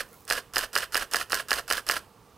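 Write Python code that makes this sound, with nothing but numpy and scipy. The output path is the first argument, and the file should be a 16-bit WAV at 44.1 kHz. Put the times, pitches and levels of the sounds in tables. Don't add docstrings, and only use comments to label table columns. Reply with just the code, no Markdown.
import sys
import numpy as np
from scipy import signal
from scipy.fft import rfft, irfft, next_fast_len
from scipy.io import wavfile
from scipy.ndimage import uniform_filter1d

SR = 44100
rng = np.random.default_rng(int(sys.argv[2]) if len(sys.argv) > 2 else 0)


def linear_from_db(decibels):
    return 10 ** (np.asarray(decibels, float) / 20)


def put_to_file(sound):
    columns = np.atleast_2d(sound).T
    safe = np.clip(columns, -1, 1)
    whole_steps = np.round(safe * 32767)
    wavfile.write(sys.argv[1], SR, whole_steps.astype(np.int16))


N = 104649
LEAD = SR // 5
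LONG = N + 2 * LEAD

BLOW_S = [-.0722, .3009, .5587, .7535, .9448, 1.1356, 1.3204, 1.5071, 1.7015, 1.8885]
FRAME_DB = [-0.5, -.5, 0, -0.5, 0.13, 0.17, -.5, -0.05, -0.06, 0.1]


def along(points, hz):
    point_hz, value = np.transpose(points)
    return np.interp(np.log(hz + 1), np.log(point_hz + 1), value)


def unit(x):
    return x / np.sqrt(np.mean(x ** 2) + 1e-20)


def filtered(x, response):
    n = x.shape[-1]
    m = next_fast_len(n + 8192)
    return irfft(rfft(x, m) * response(np.fft.rfftfreq(m, 1 / SR)), m)[..., :n]


def modes(table):
    def response(f):
        total = 0
        for k, (hz, width, db) in enumerate(table):
            total = total + (-1) ** k * linear_from_db(db) * 1j * f * width / (hz * hz - f * f + 1j * f * width)
        return total
    return response


def ring_body(forces, frame_hz):
    # pitch_hz, width_hz, level_db
    shell = [(312, 130, -16.5), (412.6, 350, 3), (559, 360, 5.5), (699, 94, 5), (952, 235, -8),
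             (1071, 140, 3.5)]
    frame = [(1404, 50, -37.5), (1512, 20, -5), (1665.5, 64, -3), (1997, 270, -12), (1977, 600, -17)]
    mount = [(2350, 170, -12.5), (2964, 345, -2), (3210, 113, -5.5), (3240, 1100, -7.5)]
    mirror = [(4145, 224, 2.5), (4983, 410, 6), (5700, 210, -1.5), (5960, 580, -9.5)]
    blades = [(5756, 630, -2), (6330, 1800, -5.5), (8410, 600, -2.5), (9590, 280, -0.5), (10610, 980, -5.5),
              (11350, 910, -2.5), (12430, 2100, -7), (15300, 670, -12.5)]

    def response(f):
        frame_rings = modes([(frame_hz, 304, 0)])(f) + modes(frame)(f)
        return [modes(shell)(f), frame_rings, modes(mount)(f), modes(mirror)(f), modes(blades)(f)]
    return filtered(forces, response)


def contacts(times_s, table, push, push_s, late_s):
    rattle_s = (0.00013, 0.00028, 0.00065, 0.00032, 0.0014)
    new_share = 0.25
    level_scatter_db, time_scatter_s = 1.2, 0.0001
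    shell_db = -13
    x = np.zeros(LONG)
    t = np.arange(SR // 25) / SR
    age = t / np.array(rattle_s)[:, None]
    fade = np.sqrt(age) * np.exp(-age)
    fade /= np.linalg.norm(fade, axis=1, keepdims=True)
    bump = np.sin(np.pi * np.clip((t + 0.5 / SR) / push_s, 0, 1)) ** 2
    for after_s, (frame_hz, frame_db, *parts_db) in zip(times_s, table):
        noise = rng.standard_normal((len(FRAME_DB) + 1, *fade.shape))
        rattle = (np.sqrt(1 - new_share) * noise[:1] + np.sqrt(new_share) * noise[1:]) * fade
        rings = ring_body(rattle - push * bump / bump.sum(), frame_hz)
        peak = np.abs(rings).max(axis=2, keepdims=True)
        rings *= linear_from_db([frame_db + shell_db, frame_db, *parts_db])[:, None] / peak
        for blow_s, late, db, ring in zip(BLOW_S, late_s, FRAME_DB, rings):
            start_s = blow_s + late + after_s + time_scatter_s * rng.normal()
            at = LEAD + round(start_s * SR)
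            gains = linear_from_db(db + level_scatter_db * rng.normal(size=len(ring)))
            x[at:at + len(t)] += gains @ ring
    return x


def hard_contacts():
    hard_s = [-.0305, -.0228, -.0115, -.0075, 0, .0011, .0226, .0238, .0307, .0318, .0515, .0682, .0715,
              .0853]
    # frame_pitch_hz, frame_db, mount_db, mirror_db, blades_db
    hard = [(1500, -48, -52, -58, -66), (1300, -39, -44, -38, -31), (1500, -36, -42, -40, -34),
            (1500, -40, -44, -38, -32), (1400, -23, -22, -16, -22), (1400, -20, -25, -20, -30),
            (1660, -21, -30, -18, -19), (1660, -19, -32, -25, -31), (1720, -22, -28, -26, -21),
            (1720, -21, -30, -28, -27), (1480, -30, -34, -31, -32), (1420, -33, -29, -40, -37),
            (1450, -41, -38, -34, -34), (1600, -33, -38, -41, -34)]
    return contacts(hard_s, hard, push=0.59, push_s=2 / SR, late_s=np.zeros(len(FRAME_DB)))


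def padded_stops():
    padded_s = [.0084, .0093, .0165, .0355, .0625, .0756, .0772, .079, .081]
    # frame_pitch_hz, frame_db, mount_db, mirror_db, blades_db
    stops = [
        (1440, -26, -28, -29, -26),
        (1450, -8.5, -17, -28, -28),
        (1480, -30, -37, -40, -41),
        (1500, -32, -40, -48, -38),
        (1480, -36, -42, -45, -43),
        (1620, -28, -35, -38, -36),
        (1620, -22, -31, -38, -37),
        (1620, -24, -33, -40, -39),
        (1620, -31, -38, -47, -41),
    ]
    slap_late_s = [0, -.0007, -.0006, .0002, .0004, 0, .0004, 0, .0004, -.0001]
    return contacts(padded_s, stops, push=5, push_s=0.0004, late_s=slap_late_s)


def effort():
    # time_after_blow_s, effort_db
    run = [
        (-.024, -94),
        (-.021, -38.5),
        (-.002, -42),
        (.004, -33.5),
        (0.031, -32.5),
        (.06, -36),
        (0.082, -33),
        (0.09, -38.5),
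        (0.108, -48),
    ]
    t = (np.arange(LONG) - LEAD) / SR
    after_s, run_db = np.transpose(run)
    gain = np.zeros(LONG)
    for blow_s, frame_db in zip(BLOW_S, FRAME_DB):
        gain += linear_from_db(frame_db + np.interp(t - blow_s, after_s, run_db, left=-120, right=-120))
    return gain


def motor():
    parts_db = (-1.5, 5, -1.5, -9.5, -4.5)
    teeth_per_s, tooth_spread_db, hiss_db = 2000, 2.5, -4
    gear_hz = 1435
    thump_hz, thump_db = 36, -58
    gains = linear_from_db(parts_db)[:, None]
    shape = (len(gains), LONG)
    teeth = (rng.random(LONG) < teeth_per_s / SR) * linear_from_db(tooth_spread_db * rng.exponential(size=LONG))
    knocks = unit(teeth) * rng.standard_normal(shape)
    hiss = linear_from_db(hiss_db) * rng.standard_normal(shape)
    drive = gains * (knocks + hiss)
    steady = ring_body(drive, gear_hz).sum(axis=0)
    pull = effort()
    whirr = ring_body(drive * pull, gear_hz).sum(axis=0) / np.std(steady)
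    slow = unit(filtered(rng.standard_normal(LONG), lambda f: modes([(thump_hz, 25, 0)])(f) ** 2))
    return whirr + linear_from_db(thump_db) * slow * unit(uniform_filter1d(pull, SR // 30))


def finger():
    # start_s, peak_db, pitch_hz
    ticks = [
        (0.0694, -49, 12600),
        (0.089, -33, 12400),
        (0.1131, -39, 10200),
        (0.1303, -28, 11100),
        (0.1424, -26.5, 11700),
        (0.1524, -44, 11800),
        (0.2064, -30, 14100),
        (0.2214, -36, 9460),
        (0.2523, -21, 10400),
    ]
    # pitch_hz, width_hz, level_db
    creak_rings = [(1380, 60, 0), (2180, 60, -4)]
    # time_s, level_db
    rub_swell = [
        (0, -75),
        (.09, -62),
        (.14, -56),
        (.2, -59),
        (.27, -65),
        (.5, -74),
        (.7, -76),
    ]
    # pitch_hz, level_db_per_hz
    skin = [(1500, -28), (4000, -9), (10000, -9), (16000, -3)]
    tick_width_hz, tick_decay_s, tick_db = 3000, 0.00047, -11.5
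    creak_at_s, creak_spread_s, creak_db = 0.14, 0.012, -57
    x = np.zeros(LONG)
    t = np.arange(SR // 200) / SR
    for start_s, peak_db, hz in ticks:
        burst = np.exp(-t / tick_decay_s) * rng.standard_normal(len(t))
        tick = filtered(burst, modes([(hz, tick_width_hz, 0)]))
        at = LEAD + round(start_s * SR)
        x[at:at + len(t)] += linear_from_db(peak_db + tick_db) * tick / np.abs(tick).max()
    when = (np.arange(LONG) - LEAD) / SR
    creak = unit(filtered(rng.standard_normal(LONG), modes(creak_rings)))
    creak = creak * np.exp(-((when - creak_at_s) / creak_spread_s) ** 2 / 2)
    rub = unit(filtered(rng.standard_normal(LONG), lambda f: linear_from_db(along(skin, f))))
    rub = rub * linear_from_db(np.interp(when, *np.transpose(rub_swell)))
    return x + linear_from_db(creak_db) * creak + rub


def room(x):
    # pitch_hz, t60_s
    decay = [(300, 0.6), (1100, 0.22), (1700, 0.26), (2800, 0.31), (5000, 0.23), (14000, 0.36)]
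    gap_s = 0.0024
    hz, t, z = signal.stft(rng.standard_normal(SR // 2), SR, nperseg=256)
    dying = z * linear_from_db(-60 * t / along(decay, hz)[:, None])
    tail = signal.istft(dying, SR, nperseg=256)[1]
    delayed = np.pad(x, (round(gap_s * SR), 0))
    return signal.fftconvolve(delayed, tail / np.linalg.norm(tail))[:len(x)]


def air():
    # pitch_hz, level_db_per_hz
    floor = [(15, -43), (25, -19), (108, -7), (384, -17), (476, -8), (545, -19.5), (1160, -14.5),
             (1560, -26), (16000, -38)]
    air_db, patchy_db = -56.5, 1
    z = signal.stft(rng.standard_normal(LONG), nperseg=512)[2]
    patches = uniform_filter1d(uniform_filter1d(rng.standard_normal(z.shape), 6, 0), 14, 1)
    hush = signal.istft(z * linear_from_db(patchy_db * unit(patches)), nperseg=512)[1][:LONG]
    return linear_from_db(air_db) * unit(filtered(hush, lambda f: linear_from_db(along(floor, f))))


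def capsules(mono):
    # pitch_hz, left_over_right_db
    tilt = [(60, -5.5), (240, -5), (950, -4.5), (3770, -5), (15000, -3.0)]
    # pitch_hz, level_db
    unshared = [(100, -21), (1500, -45), (5000, -16.5), (14000, -12.5)]
    n = SR // 100
    smear = rng.standard_normal(n) * np.exp(-np.arange(n) / (0.004 * SR))
    smeared = signal.fftconvolve(mono, smear / np.linalg.norm(smear))[:len(mono)]
    apart = filtered(smeared, lambda f: linear_from_db(along(unshared, f)))
    pair = np.array([mono + apart, mono - apart])
    return filtered(pair, lambda f: linear_from_db(along(tilt, f) * [[0.5], [-0.5]]))


def scene():
    near = hard_contacts() + padded_stops() + motor() + finger()
    room_db = -15.5
    mono = near + linear_from_db(room_db) * room(near) + air()
    return capsules(mono)[:, LEAD:LEAD + N]


def roll_off(x):
    return signal.sosfilt(signal.butter(12, 16630, fs=SR, output="sos"), x)


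def record(dry):
    top_hz = 15900
    mix = filtered(dry, lambda f: 1 / (1 + (f / top_hz) ** 90))
    return roll_off(mix)


dry = scene()
out = record(dry)
put_to_file(out)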